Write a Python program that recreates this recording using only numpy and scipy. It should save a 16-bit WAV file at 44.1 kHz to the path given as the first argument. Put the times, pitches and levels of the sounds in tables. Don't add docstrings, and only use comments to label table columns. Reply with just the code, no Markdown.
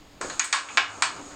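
import sys
import numpy as np
from scipy import signal
from scipy.fft import rfft, irfft, next_fast_len
from scipy.io import wavfile
from scipy.ndimage import uniform_filter1d, minimum_filter1d

SR = 44100
rng = np.random.default_rng(int(sys.argv[2]) if len(sys.argv) > 2 else 0)


def wav_record(signal):
    frames = np.transpose(np.atleast_2d(signal))
    bounded = np.clip(frames, -1, 1)
    quanta = np.round(bounded * 32767).astype(np.int16)
    wavfile.write(sys.argv[1], SR, quanta)


N = 59535
T = np.arange(N) / SR
FFT_SIZE = 2 * next_fast_len(N)
BINS_HZ = np.maximum(np.arange(FFT_SIZE // 2 + 1) * SR / FFT_SIZE, 1)

# t/s, level/dB, bass/dB, presence/dB, treble/dB, contact cut-off/Hz,
# crack/dB, f favoured by the spot/Hz, its lift/dB, disc ping/dB
FRAME_KNOCKS = [(0.2126, -29.5, 7.5, -13, 0, 11500, 8, 1390, 0.5, -39),
                (0.527, -19, -15.5, -4, 2, 9400, 2, 1020, 4, -19),
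                (0.686, -41, -31, 6, -9, 3500, -17, 2450, 5.5, -65),
                (0.7727, -22, -2.5, 1.5, -5.5, 6650, 12, 5460, 10.5, -20),
                (0.7785, -21, -10.5, 1, -5, 4160, 12.5, 1540, 1.5, -50),
                (0.7815, -38.5, -12, 0, 0, 5000, 22, 2350, 7, -30),
                (1.0223, -20, -10, -3.5, 2.5, 9300, 8, 1004, 4.5, -35),
                (1.161, -46, -1, -3, 5, 6000, -5, 1270, 5, -58),
                (1.309, -46, 11, -7, -4, 6200, -6, 1300, 0, -46)]
# t/s, level/dB, bass/dB, presence/dB, treble/dB, spot f/Hz, its lift/dB, disc ping/dB
DISC_CLACKS = [(0.2991, -34.5, -3.5, -5, -8, 4220, 9, -27), (0.3953, -24.5, -25, -2.5, -4, 2100, 4.5, -9),
               (0.4434, -38, -36, -5.5, 7.5, 8460, 9, -55)]
# f/Hz, density/dB
WOOD_SPECTRUM = [(80, -35), (200, -34), (330, -5.5), (520, -7), (760, 0), (1020, 0), (1230, 3), (1700, 2),
                 (2080, -1.5), (2350, 3.5), (2750, -1), (3500, -1), (4600, -3.5), (5900, -11.5), (8000, -5),
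                 (9000, -14), (10200, -35), (15000, -45)]
# f/Hz, t60/s
WOOD_T60 = [(200, 0.18), (1000, 0.32), (2500, 0.29), (5000, 0.29), (8000, 0.29), (13000, 0.037)]
# f/Hz, level/dB, t60/s
MAIN_MODES = [(1054, 0, .26), (1100, -4, .35), (1240, -9, .45), (1354, -5, .3), (1478, -5, .3),
              (1562, -8, .49), (1680, -1, .36), (1770, -1, .21), (1949, -2, .21), (2230, -6, .35),
              (2340, -1, .27), (2562, -6, .43), (2897, -2, .37), (3580, -6, .32)]
# f/Hz, level/dB, t60/s
PING_MODES = [(6700, 0, .011), (7000, -9, .005)]
# t/s, level/dB
FIZZ_PUFFS = [(.3953, -60), (.4422, -54), (.773, -56)]
# f/Hz, density/dB
FIZZ_SPECTRUM = [(5000, -22), (10000, -6), (14500, -4), (16000, -5)]
# t/s, level/dB
HAND_THUMPS = [(0.2091, -28), (0.2465, -22.5)]
# f/Hz, level/dB, t60/s
HAND_MODES = [(370, 2, 0.023), (508, 1.5, 0.021)]
# t/s, hiss/dB, scrape/dB, rumble/dB
SLIDE_LEVELS = [(0.203, -65, -89, -98), (0.223, -42.5, -39.5, -46), (.29, -42, -47.5, -48),
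                (.38, -44.5, -48.5, -55.5), (.52, -50.5, -53, -65), (.66, -51.5, -45.5, -82),
                (0.741, -44, -46, -51.5), (.87, -53, -44.5, -63.5), (.98, -47.5, -43.5, -49.5),
                (1.1, -50, -46.5, -53), (1.19, -50, -42.5, -43), (1.26, -47.5, -49.5, -50.5),
                (1.35, -50.5, -49, -48.5)]
# f/Hz, density/dB
HISS_SPECTRUM = [(1500, -19.5), (3000, -9.5), (4700, -8), (5900, -11), (6450, -1), (6720, 5), (7050, -2.5),
                 (8200, -6.5), (9200, -17), (10300, -42)]
SCRAPE_SPECTRUM = [(200, -27), (450, -6), (800, -0.5), (1280, 3), (1700, -10.5), (2400, -9.5), (4000, -34),
                   (9000, -49)]
RUMBLE_SPECTRUM = [(60, -15.5), (170, -10.5), (290, -2), (450, -10.5), (900, -14), (3000, -75)]
# t/s, lower mode/dB, upper mode/dB
BOOM_LEVELS = [(.2, -79, -63), (.6, -71, -63.5), (0.798, -61, -54), (.97, -53.5, -71.5), (1.08, -61, -54),
               (1.2, -62, -52.5), (1.35, -78, -51.5)]
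# delay/s, level/dB
REFLECTIONS = [(.00305, -4), (0.014, -26), (0.016, -30)]
# f/Hz, density/dB
AIR_SPECTRUM = [(20, -17), (50, -15), (110, -13.5), (300, -7.5), (700, -6), (1500, -11.5), (5000, -17),
                (8500, -48), (11000, -54), (15500, -39)]
# t/s, level/dB
ROOM_RUMBLE_LEVELS = [(0, -54.5), (.17, -53.5), (.38, -54), (.43, -92), (.65, -74), (.8, -68),
                      (1.35, -56.5)]


def knocks():
    return sum(delayed(from_db(db) * board_blow(*contact) + from_db(ping_db) * disc_ping(), t_s)
               for t_s, db, *contact, ping_db in FRAME_KNOCKS)


def clacks():
    out = 0
    for t_s, db, *tone_db, spot_hz, spot_db, ping_db in DISC_CLACKS:
        board = board_blow(*tone_db, contact_hz=12000, crack_db=5.5, spot_hz=spot_hz, spot_db=spot_db)
        out += delayed(from_db(db) * board + from_db(ping_db) * disc_ping(), t_s)
    return out


def board_blow(bass_db, presence_db, treble_db, contact_hz, crack_db, spot_hz, spot_db):
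    wood = from_db(16.5 + crack_db) * crack() + dense_ring()
    wood = coloured(wood, rms_one(from_db(at_hz(WOOD_SPECTRUM, BINS_HZ) + spot_ripple_db())))
    modes = sum(rng.choice([-1, 1]) * ring([mode]) for mode in MAIN_MODES) * rise(tau_s=0.0011)
    shelves_db = bass_db / (1 + (BINS_HZ / 650) ** 4) + treble_db / (1 + (4000 / BINS_HZ) ** 4)
    lifts_db = spot_db * bell(spot_hz, width_oct=0.2) + presence_db * bell(3100, width_oct=0.51)
    contact_lowpass = (1 + (BINS_HZ / contact_hz) ** 6) ** -0.5
    return coloured(wood + from_db(-10.5) * modes, from_db(shelves_db + lifts_db) * contact_lowpass)


def crack(spread_s=0.00196):
    lag_s = spread_s * np.maximum(np.sqrt(1000 / np.maximum(BINS_HZ, 300)) - 0.3, 0)
    phase_rad = -2 * np.pi * np.cumsum(lag_s) * SR / FFT_SIZE
    return reflected(irfft(np.exp(1j * phase_rad))[:N])


def dense_ring(burst_db=3):
    white = rfft(rng.standard_normal(FFT_SIZE))
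    octaves = np.arange(7, 15)
    tail = 0
    for octave in octaves:
        band_gain = np.interp(np.log2(BINS_HZ), octaves, octaves == octave)
        tail += irfft(white * band_gain)[:N] * fade(at_hz(WOOD_T60, 2.0 ** octave))
    burst = from_db(burst_db) * rng.standard_normal(N) * fade(t60_s=0.031)
    return (tail + burst) * rise(tau_s=0.0011)


def spot_ripple_db(depth_db=1.8, step_hz=70):
    grid_hz = np.arange(0, SR, step_hz)
    return depth_db * np.interp(BINS_HZ, grid_hz, np.clip(rng.standard_normal(len(grid_hz)), -2, 2))


def disc_ping(band_hz=(2000, 9050), echo_s=0.003):
    bandpass = signal.butter(6, band_hz, "band", fs=SR, output="sos")
    ping = signal.sosfilt(bandpass, ring(PING_MODES) + 1e-18)
    ping = ping + from_db(-4) * delayed(ping, echo_s)
    return reflected(ping) + from_db(-7.5) * room_tail(ping)


def fizz():
    return sum(from_db(db) * delayed(noise(FIZZ_SPECTRUM) * fade(t60_s=0.15), t_s)
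               for t_s, db in FIZZ_PUFFS)


def thumps(low_cut_hz=248):
    highpass = signal.butter(2, low_cut_hz, "high", fs=SR, output="sos")
    thud = signal.sosfilt(highpass, ring(HAND_MODES) * rise(tau_s=0.0012) + 1e-18)
    return sum(from_db(db) * delayed(thud + from_db(-1) * room_tail(thud), t_s)
               for t_s, db in HAND_THUMPS)


def sliding():
    t_s, *levels_db = np.transpose(SLIDE_LEVELS)
    spectra = HISS_SPECTRUM, SCRAPE_SPECTRUM, RUMBLE_SPECTRUM
    return sum(from_db(np.interp(T, t_s, db)) * noise(shape) for db, shape in zip(levels_db, spectra))


def boom(modes_hz=(97.6, 289.3), waver_rms_hz=2.98, flutter_rms_db=4):
    t_s, *levels_db = np.transpose(BOOM_LEVELS)
    out = 0
    for db, mode_hz in zip(levels_db, modes_hz):
        pitch_hz = mode_hz + waver_rms_hz * noise([(8, 13), (40, -71)])
        flutter = from_db(flutter_rms_db * noise([(25, 0), (90, -50)]))
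        drone = flutter * np.sin(2 * np.pi * np.cumsum(pitch_hz) / SR)
        out += from_db(np.interp(T, t_s, db)) * rms_one(drone)
    return out


def reflected(x):
    return x + sum(from_db(db) * delayed(x, delay_s) for delay_s, db in REFLECTIONS)


def room_tail(x):
    tail = rng.standard_normal(N) * fade(t60_s=0.33) * rise(tau_s=0.0036)
    return signal.fftconvolve(x, tail / np.sqrt(np.sum(tail ** 2)))[:N]


def background(air_db=-54.5):
    rumble = noise([(20, -3), (50, -8.5), (140, -11.5), (300, -13.5), (1000, -43.5)])
    rumble_db = np.interp(T, *np.transpose(ROOM_RUMBLE_LEVELS))
    return from_db(air_db) * noise(AIR_SPECTRUM) + from_db(rumble_db) * rumble


def ring(modes):
    return sum(from_db(db) * np.sin(2 * np.pi * f_hz * T) * fade(t60_s) for f_hz, db, t60_s in modes)


def noise(spectrum):
    white = rfft(rng.standard_normal(FFT_SIZE))
    return rms_one(irfft(white * from_db(at_hz(spectrum, BINS_HZ)))[:N])


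def coloured(x, gain):
    cepstrum = irfft(np.log(gain + 1e-9))
    cepstrum[1:FFT_SIZE // 2] *= 2
    cepstrum[FFT_SIZE // 2 + 1:] = 0
    return irfft(rfft(x, FFT_SIZE) * np.exp(rfft(cepstrum)))[:N]


def bell(centre_hz, width_oct):
    return np.exp(-(np.log2(BINS_HZ / centre_hz) / width_oct) ** 2)


def at_hz(table, f_hz):
    grid_hz, values = np.transpose(table)
    return np.interp(np.log(f_hz), np.log(grid_hz), values)


def rise(tau_s):
    return 1 - np.exp(-T / tau_s)


def fade(t60_s):
    return np.exp(-np.log(1000) * np.minimum(T / t60_s, 10))


def delayed(x, delay_s):
    return np.concatenate([np.zeros(int(delay_s * SR)), x])[:N]


def from_db(db):
    return 10 ** (np.asarray(db) / 20)


def rms_one(x):
    return x / np.sqrt(np.mean(x ** 2) + 1e-20)


def scene():
    return (knocks() + clacks() + fizz() + thumps() + sliding() + boom() + background())[None]


def record(dry):
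    ceiling_db, window_s, stop_hz = -3.5, 0.001, 16600
    window = int(window_s * SR) | 1
    gain = np.minimum(1, from_db(ceiling_db) / (np.abs(dry) + 1e-9))
    held_gain = minimum_filter1d(gain, 2 * window + 1)
    smooth_gain = uniform_filter1d(uniform_filter1d(held_gain, window), window)
    return signal.sosfilt(signal.cheby2(14, 60, stop_hz, fs=SR, output="sos"), dry * smooth_gain)


dry = scene()
out = record(dry)
wav_record(out)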